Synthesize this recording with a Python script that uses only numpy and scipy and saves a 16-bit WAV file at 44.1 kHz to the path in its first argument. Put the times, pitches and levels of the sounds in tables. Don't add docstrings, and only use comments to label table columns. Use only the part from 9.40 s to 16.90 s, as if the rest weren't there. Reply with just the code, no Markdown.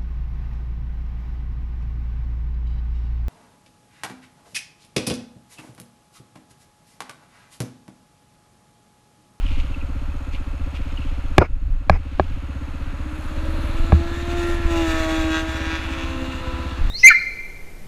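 import sys
import numpy as np
from scipy import signal
from scipy.fft import rfft, irfft
from scipy.io import wavfile
from scipy.ndimage import uniform_filter1d

SR = 44100
rng = np.random.default_rng(int(sys.argv[2]) if len(sys.argv) > 2 else 0)


def to_wav(s):
    ch = np.atleast_2d(s).T
    pcm = np.round(np.clip(ch, -1, 1) * 32767)
    wavfile.write(sys.argv[1], SR, pcm.astype(np.int16))


N = 330750
T = np.arange(N) / SR


def idling_engine(rest_db=-29, rest_hz=15.33, db_per_doubling=5.5, uneven_db=1.3, valves_db=-52):
    # time in seconds, firing rate in Hz.
    firing_rate = [(0.0, 15.68), (0.7, 15.84), (1.0, 15.18), (1.8, 15.74), (2.7, 16.24), (3.5, 15.84),
                   (3.85, 15.72), (4.1, 19.03), (4.4, 19.82), (4.7, 17.64), (4.95, 19.31), (5.6, 16.48),
                   (6.3, 16.47), (6.9, 16.0), (7.5, 15.8)]
    # frequency in Hz, level in dB, rise time in seconds.
    silencer_modes = [(69.6, 5.5, .021), (119.4, -4.5, 0.014), (183, -1, 0.005), (264.6, 0, 0.0076),
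                      (324, -17.5, 0.014), (515, -18, 0.01), (563.6, -18, 0.019)]
    # frequency in Hz, nominal width in Hz, level in dB.
    valve_modes = [(1365, 140, 1.5), (2590, 270, 3.5), (4220, 270, -9), (6600, 400, -6)]
    rate_hz = curve(firing_rate)
    cycles = np.cumsum(rate_hz) / SR - .66
    firings_s, t = firing_times(cycles), T[:SR // 6]
    shared_scatter = rng.standard_normal(len(firings_s))
    thud = np.zeros(N)
    for hz, db, rise_s in silencer_modes:
        envelope = amp(db) * (t / rise_s) ** 2 * np.exp(2 - 2 * t / rise_s)
        scatter = (shared_scatter + rng.standard_normal(len(firings_s))) / np.sqrt(2)
        pulses = clicks(firings_s, amp(uneven_db * scatter))
        thud += signal.oaconvolve(pulses, envelope * np.sin(2 * np.pi * hz * t))[:N]
    taps = rng.standard_normal(N) * np.exp(-2 * (3 * cycles % 1))
    valve_ring = ring([(hz, db, 5.2 / width_hz) for hz, width_hz, db in valve_modes])
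    valves = signal.oaconvolve(taps, valve_ring)[:N]
    level_db = rest_db + db_per_doubling * np.log2(rate_hz / rest_hz)
    return amp(level_db) * unit_rms(thud) + amp(valves_db) * unit_rms(valves)


def sports_bikes(hidden_at_s=5.22, hidden_half_s=.071):
    # time in seconds, rate in Hz.
    leader_pitch = [(3.4, 299), (3.9, 311), (4.4, 332), (4.97, 346), (5.2, 341), (5.34, 336), (5.5, 323.5),
                    (5.68, 320.3), (5.95, 319.6), (6.3, 324), (6.8, 330), (7.5, 336)]
    follower_pitch = [(6.1, 285), (6.4, 276), (6.72, 262), (6.9, 260), (7.1, 256), (7.5, 251)]
    # closest time and passing time in seconds, then note, growl, hiss, rasp and howl in dB.
    rides = [(5.45, .4, -22.5, -26.5, -35.5, -35, -46), (6.85, 0.41, -37.5, -40, -50, -45.5, -51)]
    # multiple of the firing rate, level in dB.
    leader_pipe = [(1.5, -17), (1.75, -13), (2, -3.5), (2.5, -14), (3, -16.5), (3.5, -17.5), (4, -12.5),
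                   (4.5, -22), (5.5, -17.5)]
    follower_pipe = [(2, -1.5), (4, -15), (5, -17)]
    whine_orders = [(3, 0), (4, -3)]
    # centre in seconds, level in dB (flares: re steady rasp), width in seconds.
    rasp_flares = [(5.95, 6.5, 0.048), (6.31, 5.5, 0.14), (6.6, 2.5, .06)]
    whine_swells = [(7.13, -42.5, .3)]
    hidden = np.exp(-abs((T - hidden_at_s) / hidden_half_s) ** 3)
    cycles = firing_count(leader_pitch)
    leader = sports_bike(cycles, leader_pitch[0][0], rides[0], leader_pipe, hidden, swells(rasp_flares))
    follower = sports_bike(firing_count(follower_pitch), follower_pitch[0][0], rides[1], follower_pipe)
    whine = swells(whine_swells) * orders(cycles, whine_orders, waver_db=.5)
    return leader + whine + follower


def sports_bike(cycles, emerge_s, ride, pipe, hidden=0, flare=0, fade_in_s=.98, bounce_s=.001088):
    # frequency in Hz, density in dB.
    jet_spectrum = [(1000, -11), (2800, 9), (3150, -12), (3400, 8), (4200, -1), (5200, -8), (7000, -1),
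                    (9500, -15.5), (12500, -17), (14500, -18.5)]
    # multiple of the firing rate, level in dB.
    howl_orders = [(3, -10), (4, -5), (5, -5), (5.25, -3)]
    closest_s, passing_s, note_db, growl_db, hiss_db, rasp_db, howl_db = ride

    def gain(db, falloff, rear_db):
        return amp(db) * pass_gain(closest_s, passing_s, falloff, rear_db)

    rasp = gain(rasp_db, falloff=1.26, rear_db=6.16) * exhaust_rasp(cycles) * (1 + flare)
    pulsing = 1 + .37 * np.cos(np.pi * cycles)
    hiss = gain(hiss_db, falloff=1.6, rear_db=1) * unit_rms(noise(jet_spectrum) * pulsing)
    rush = rasp + hiss
    lag_s = bounce_s / np.hypot(1, (T - closest_s) / passing_s)
    rush = (rush + .17 * np.interp(T - lag_s, T, rush)) * amp(2 * drift(19))
    note = gain(note_db, falloff=1.45, rear_db=.48) * orders(cycles, [(1, 0)], waver_db=3)
    growl = gain(growl_db, falloff=1.95, rear_db=1.7) * orders(cycles, pipe, waver_db=3.5)
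    howl = gain(howl_db, falloff=2, rear_db=-14) * orders(cycles, howl_orders, waver_db=3)
    fade_in = np.clip((T - emerge_s) / fade_in_s + .5, 0, 1)
    return fade_in * (amp(-7.3 * hidden) * note + amp(-11.6 * hidden) * (growl + rush) + howl)


def exhaust_rasp(cycles, scatter=.16, turbulence_db=-9):
    cylinders = [1, .12, .55, .08]
    # frequency in Hz, gain in dB.
    rasp_spectrum = [(300, -22), (500, -43), (800, -0.5), (1300, 0), (1800, 6.5), (2200, -3), (2500, 3.5),
                     (2780, 7.5), (3100, -9), (3400, -2), (4800, -12.5), (7000, -15.5), (10000, -39),
                     (15000, -41)]
    # multiple of the firing rate, level in dB.
    scream_orders = [(10.5, -11.5)]
    firings_s = firing_times(cycles)
    sizes = np.resize(cylinders, len(firings_s)) * (1 + scatter * rng.standard_normal(len(firings_s)))
    turbulence = amp(turbulence_db) * unit_rms(np.diff(rng.standard_normal(N + 1)))
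    bark = colour(unit_rms(clicks(firings_s, sizes)) + turbulence, rasp_spectrum)
    return roadside_echoes(bark) + orders(cycles, scream_orders, waver_db=3)


def roadside_echoes(x, echoes_per_s=2000, t60_s=.09):
    t = T[:SR // 4]
    taps = rng.choice([-1., 1.], len(t)) * (rng.random(len(t)) < echoes_per_s / SR)
    taps *= amp(-60 * t / t60_s)
    return unit_rms(x + signal.oaconvolve(x, taps / np.linalg.norm(taps))[:N])


def knocks(mount_lag_s=.00652):
    # start in seconds, crack peak in dB, its low and high edges in Hz, thump peak in dB.
    blows = [(1.9813, 18, 156, 4000, 5), (2.4969, 12.5, 540, 1860, 5), (2.7972, 7, 307, 1410, -5.5),
             (4.522, -6.5, 476, 1790, 6.5)]
    # frequency in Hz, level in dB, t60 in seconds.
    housing_modes = [(383, 3.5, 0.037), (630, 0.5, 0.032), (770, 11, 0.014), (1102, 10, 0.0091),
                     (1655, 1.5, 0.021), (2360, 9, 0.01), (3510, 4.5, 0.0094), (5700, -32, 0.0022)]
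    mount_modes = [(77.5, -1, 0.23), (116.5, 0.5, 0.054), (168.6, -4, 0.079), (245, -42, 0.011)]
    # start (buzz) or centre (scrape) in seconds, level in dB, length in seconds.
    buzzes = [(1.983, -25.5, 0.093), (2.502, -28.5, 0.079)]
    scrapes = [(2.021, -5, 0.014)]
    # frequency in Hz, density in dB.
    buzz_spectrum = [(300, 5), (700, 2), (1400, 1), (1800, -4), (2350, 3.5), (3200, -22), (4600, -25),
                     (5080, -13), (5400, -24), (6600, -27), (7300, -39), (15000, -44)]
    scrape_spectrum = [(200, 8.5), (400, 10.5), (800, 5), (1400, 1.5), (1800, -19), (2400, -12),
                       (3200, -31), (5000, -30), (8000, -55), (15000, -64)]
    mix, housing, mount = np.zeros(N), ring(housing_modes), ring(mount_modes)
    for start_s, crack_db, low_hz, high_hz, thump_db in blows:
        band = signal.butter(2, [low_hz, high_hz], "band", fs=SR, output="sos")
        crack = signal.sosfilt(band, housing)
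        add(mix, start_s, -amp(crack_db) * crack / abs(crack).max())
        add(mix, start_s + mount_lag_s, amp(thump_db) * mount / abs(mount).max())
    for start_s, db, length_s in buzzes:
        fade = signal.windows.tukey(int(length_s * SR), .4)
        add(mix, start_s, amp(db) * fade * noise(buzz_spectrum)[:len(fade)])
    return mix + swells(scrapes) * noise(scrape_spectrum)


def highway(wash_db=-43, bounce=.24, lag_s_per_gain=.02):
    # closest time in seconds, level in dB, passing time in seconds.
    cars = [(4.3, -38, 0.33), (5.03, -36.5, 0.26), (5.65, -33.5, 0.38), (6.35, -36, 0.26), (7.05, -39, 1)]
    # centre in seconds, level in dB, width in seconds.
    tread_swells = [(4.15, -40.5, 0.39)]
    sizzle_patches = [(3.82, -61.5, 0.18), (4.25, -59, 0.4), (5.08, -53.5, 0.13)]
    # frequency in Hz, density in dB.
    tyre_spectrum = [(200, -5), (400, -1.5), (600, -7.5), (1000, 1.5), (1350, 3.5), (1800, 0), (2700, -3.5),
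                     (3200, -10), (4200, -8.5), (5000, -21), (7200, -25), (9000, -32), (10600, -25.5),
                     (15000, -44)]
    tread_spectrum = [(400, -48), (535, -10), (562, -7), (590, -5), (760, -52)]
    sizzle_spectrum = [(3000, -25), (7000, -6), (10500, 5), (13000, -7), (15000, -11)]
    wash_spectrum = [(100, 7), (400, -4.5), (800, -1), (1300, -1.5), (1800, -7), (2700, -9), (3300, -12),
                     (4100, -17), (5000, -22), (7500, -25.5), (9200, -27.5), (10600, -27.5), (12000, -32),
                     (15000, -36)]
    roar = noise(tyre_spectrum)
    gain = np.sqrt(sum((amp(db) * pass_gain(closest_s, passing_s, falloff=1.27, rear_db=.3)) ** 2
                       for closest_s, db, passing_s in cars))
    reflection = np.interp(T - lag_s_per_gain * gain, T, roar)
    tread = swells(tread_swells) * noise(tread_spectrum)
    sizzle = swells(sizzle_patches) * colour(grains(per_s=5000, spread_db=3.5), sizzle_spectrum)
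    wash = amp(wash_db) * noise(wash_spectrum)
    tyres = gain * amp(.5 * drift(23)) * unit_rms(roar + bounce * reflection)
    return tyres + tread + sizzle + wash


def wind(swing_db=3, swing_hz=5.8):
    # frequency in Hz, density in dB.
    buffet_spectrum = [(8, -13), (18, 4.5), (27, 8), (36, -4), (50, -3), (90, -15), (200, -39), (600, -86)]
    # time in seconds, level in dB.
    breeze_levels = [(0, -19), (.7, -27), (1.35, -23), (2.8, -27.5), (3.7, -28.5), (4.2, -22.5),
                     (5.3, -24.5), (6.1, -32.5), (7.5, -30)]
    # centre in seconds, level in dB, width in seconds.
    gusts = [(2.13, -8.5, 0.059), (2.3, -7, 0.12), (2.55, -11.5, 0.081), (2.92, -13, 0.052),
             (4.39, -21.5, .05), (5.14, -23, .04), (5.26, -16.5, 0.031), (7.45, -11.5, 0.055)]
    buffet = noise(buffet_spectrum)
    buffet /= np.sqrt(uniform_filter1d(buffet ** 2, SR // 8) + .21)
    breeze = amp(curve(breeze_levels) + swing_db * drift(swing_hz))
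    return (breeze + swells(gusts)) * buffet


def dirt_bike(squeak_half_s=.005, fall_hz_per_s=20000):
    # centre in seconds, level in dB, width in seconds.
    sprays = [(.1, -43, 0.15), (.2, -40, 0.015), (.3, -49.5, 0.17), (.945, -41, 0.036), (1.36, -41, 0.02),
              (1.58, -48.5, 0.39), (2.8, -46.5, 0.31)]
    # frequency in Hz, density in dB.
    gravel_spectrum = [(1200, -30), (2200, 5.5), (2800, 7), (3500, 0), (4500, -7.5), (6000, -15),
                       (9000, -22), (15000, -33)]
    # centre in seconds, peak in dB, pitch in Hz.
    squeaks = [(0.064, -35.5, 3000), (.346, -34.5, 2680), (.415, -35, 2570), (1.577, -32.5, 2880),
               (1.622, -39, 2760)]
    chirps = np.zeros(N)
    for centre_s, db, hz in squeaks:
        t = T - centre_s
        cycles = hz * T - fall_hz_per_s * t ** 2 / 2
        chirps += amp(db) * np.exp(-(t / squeak_half_s) ** 2) * np.sin(2 * np.pi * cycles)
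    gravel = swells(sprays) * colour(grains(per_s=4000, spread_db=2), gravel_spectrum)
    return gravel + chirps * (1 + .5 * drift(300))


def pass_gain(closest_s, passing_s, falloff, rear_db):
    along = (T - closest_s) / passing_s
    distance = np.hypot(1, along)
    return amp(rear_db * along / distance) / distance ** falloff


def firing_count(pitch, wander=.0014):
    return np.cumsum(curve(pitch) * (1 + wander * drift(20))) / SR


def firing_times(cycles):
    return np.interp(np.arange(np.ceil(cycles[0]), cycles[-1]), cycles, T)


def orders(cycles, rows, waver_db):
    return np.sqrt(2) * sum(amp(db + waver_db * drift(5.1)) * np.sin(2 * np.pi * multiple * cycles)
                            for multiple, db in rows)


def ring(modes):
    t = T[:SR // 3]
    return sum(amp(db - 60 * t / t60_s) * np.sin(2 * np.pi * hz * t) for hz, db, t60_s in modes)


def clicks(times_s, sizes):
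    index, fraction = np.divmod(times_s * SR, 1)
    index = index.astype(int)
    before = np.bincount(index, sizes * (1 - fraction), N + 1)
    after = np.bincount(index + 1, sizes * fraction, N + 1)
    return before[:N] + after[:N]


def grains(per_s, spread_db):
    sparse = rng.standard_normal(N) * (rng.random(N) < per_s / SR)
    return sparse * amp(spread_db * np.minimum(rng.exponential(1, N), 4))


def colour(x, spectrum):
    hz, db = np.transpose(spectrum)
    bins_hz = np.fft.rfftfreq(N, 1 / SR)
    gain = amp(np.interp(np.log(bins_hz + 1), np.log(hz), db))
    return unit_rms(irfft(rfft(x) * gain, N))


def noise(spectrum):
    return colour(rng.standard_normal(N), spectrum)


def drift(cutoff_hz):
    bins_hz = np.fft.rfftfreq(N, 1 / SR)
    return unit_rms(irfft(rfft(rng.standard_normal(N)) / (1 + (bins_hz / cutoff_hz) ** 4), N))


def swells(rows):
    return sum(amp(db) * np.exp(-2 * ((T - centre_s) / width_s) ** 2) for centre_s, db, width_s in rows)


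def curve(rows):
    return np.interp(T, *np.transpose(rows))


def add(mix, start_s, sound):
    part = mix[round(start_s * SR):][:len(sound)]
    part += sound[:len(part)]


def amp(db):
    return 10 ** (np.asarray(db) / 20)


def unit_rms(x):
    return x / np.sqrt(np.mean(x ** 2) + 1e-20)


def scene():
    return (idling_engine() + sports_bikes() + highway() + wind() + dirt_bike() + knocks())[None]


def record(dry, threshold_db=7.5, recovery_db_per_s=8.5, attack_s=.038, knee=5, cutoff_hz=15450):
    level_db = 20 * np.log10(abs(dry[0]) + 1e-9)
    recovery_db = recovery_db_per_s * T
    held_db = np.maximum.accumulate(level_db + recovery_db) - recovery_db
    over_db = np.maximum(held_db - threshold_db, 0)
    pole = np.exp(-1 / (attack_s * SR))
    ducked = dry / amp(signal.lfilter([1 - pole], [1, -pole], over_db))
    clipped = .95 * ducked / (1 + abs(ducked) ** knee) ** (1 / knee)
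    low_pass = signal.firwin(511, cutoff_hz, window=("kaiser", 9), fs=SR)
    return signal.oaconvolve(clipped, low_pass[None], "same")


dry = scene()
out = record(dry)
to_wav(out)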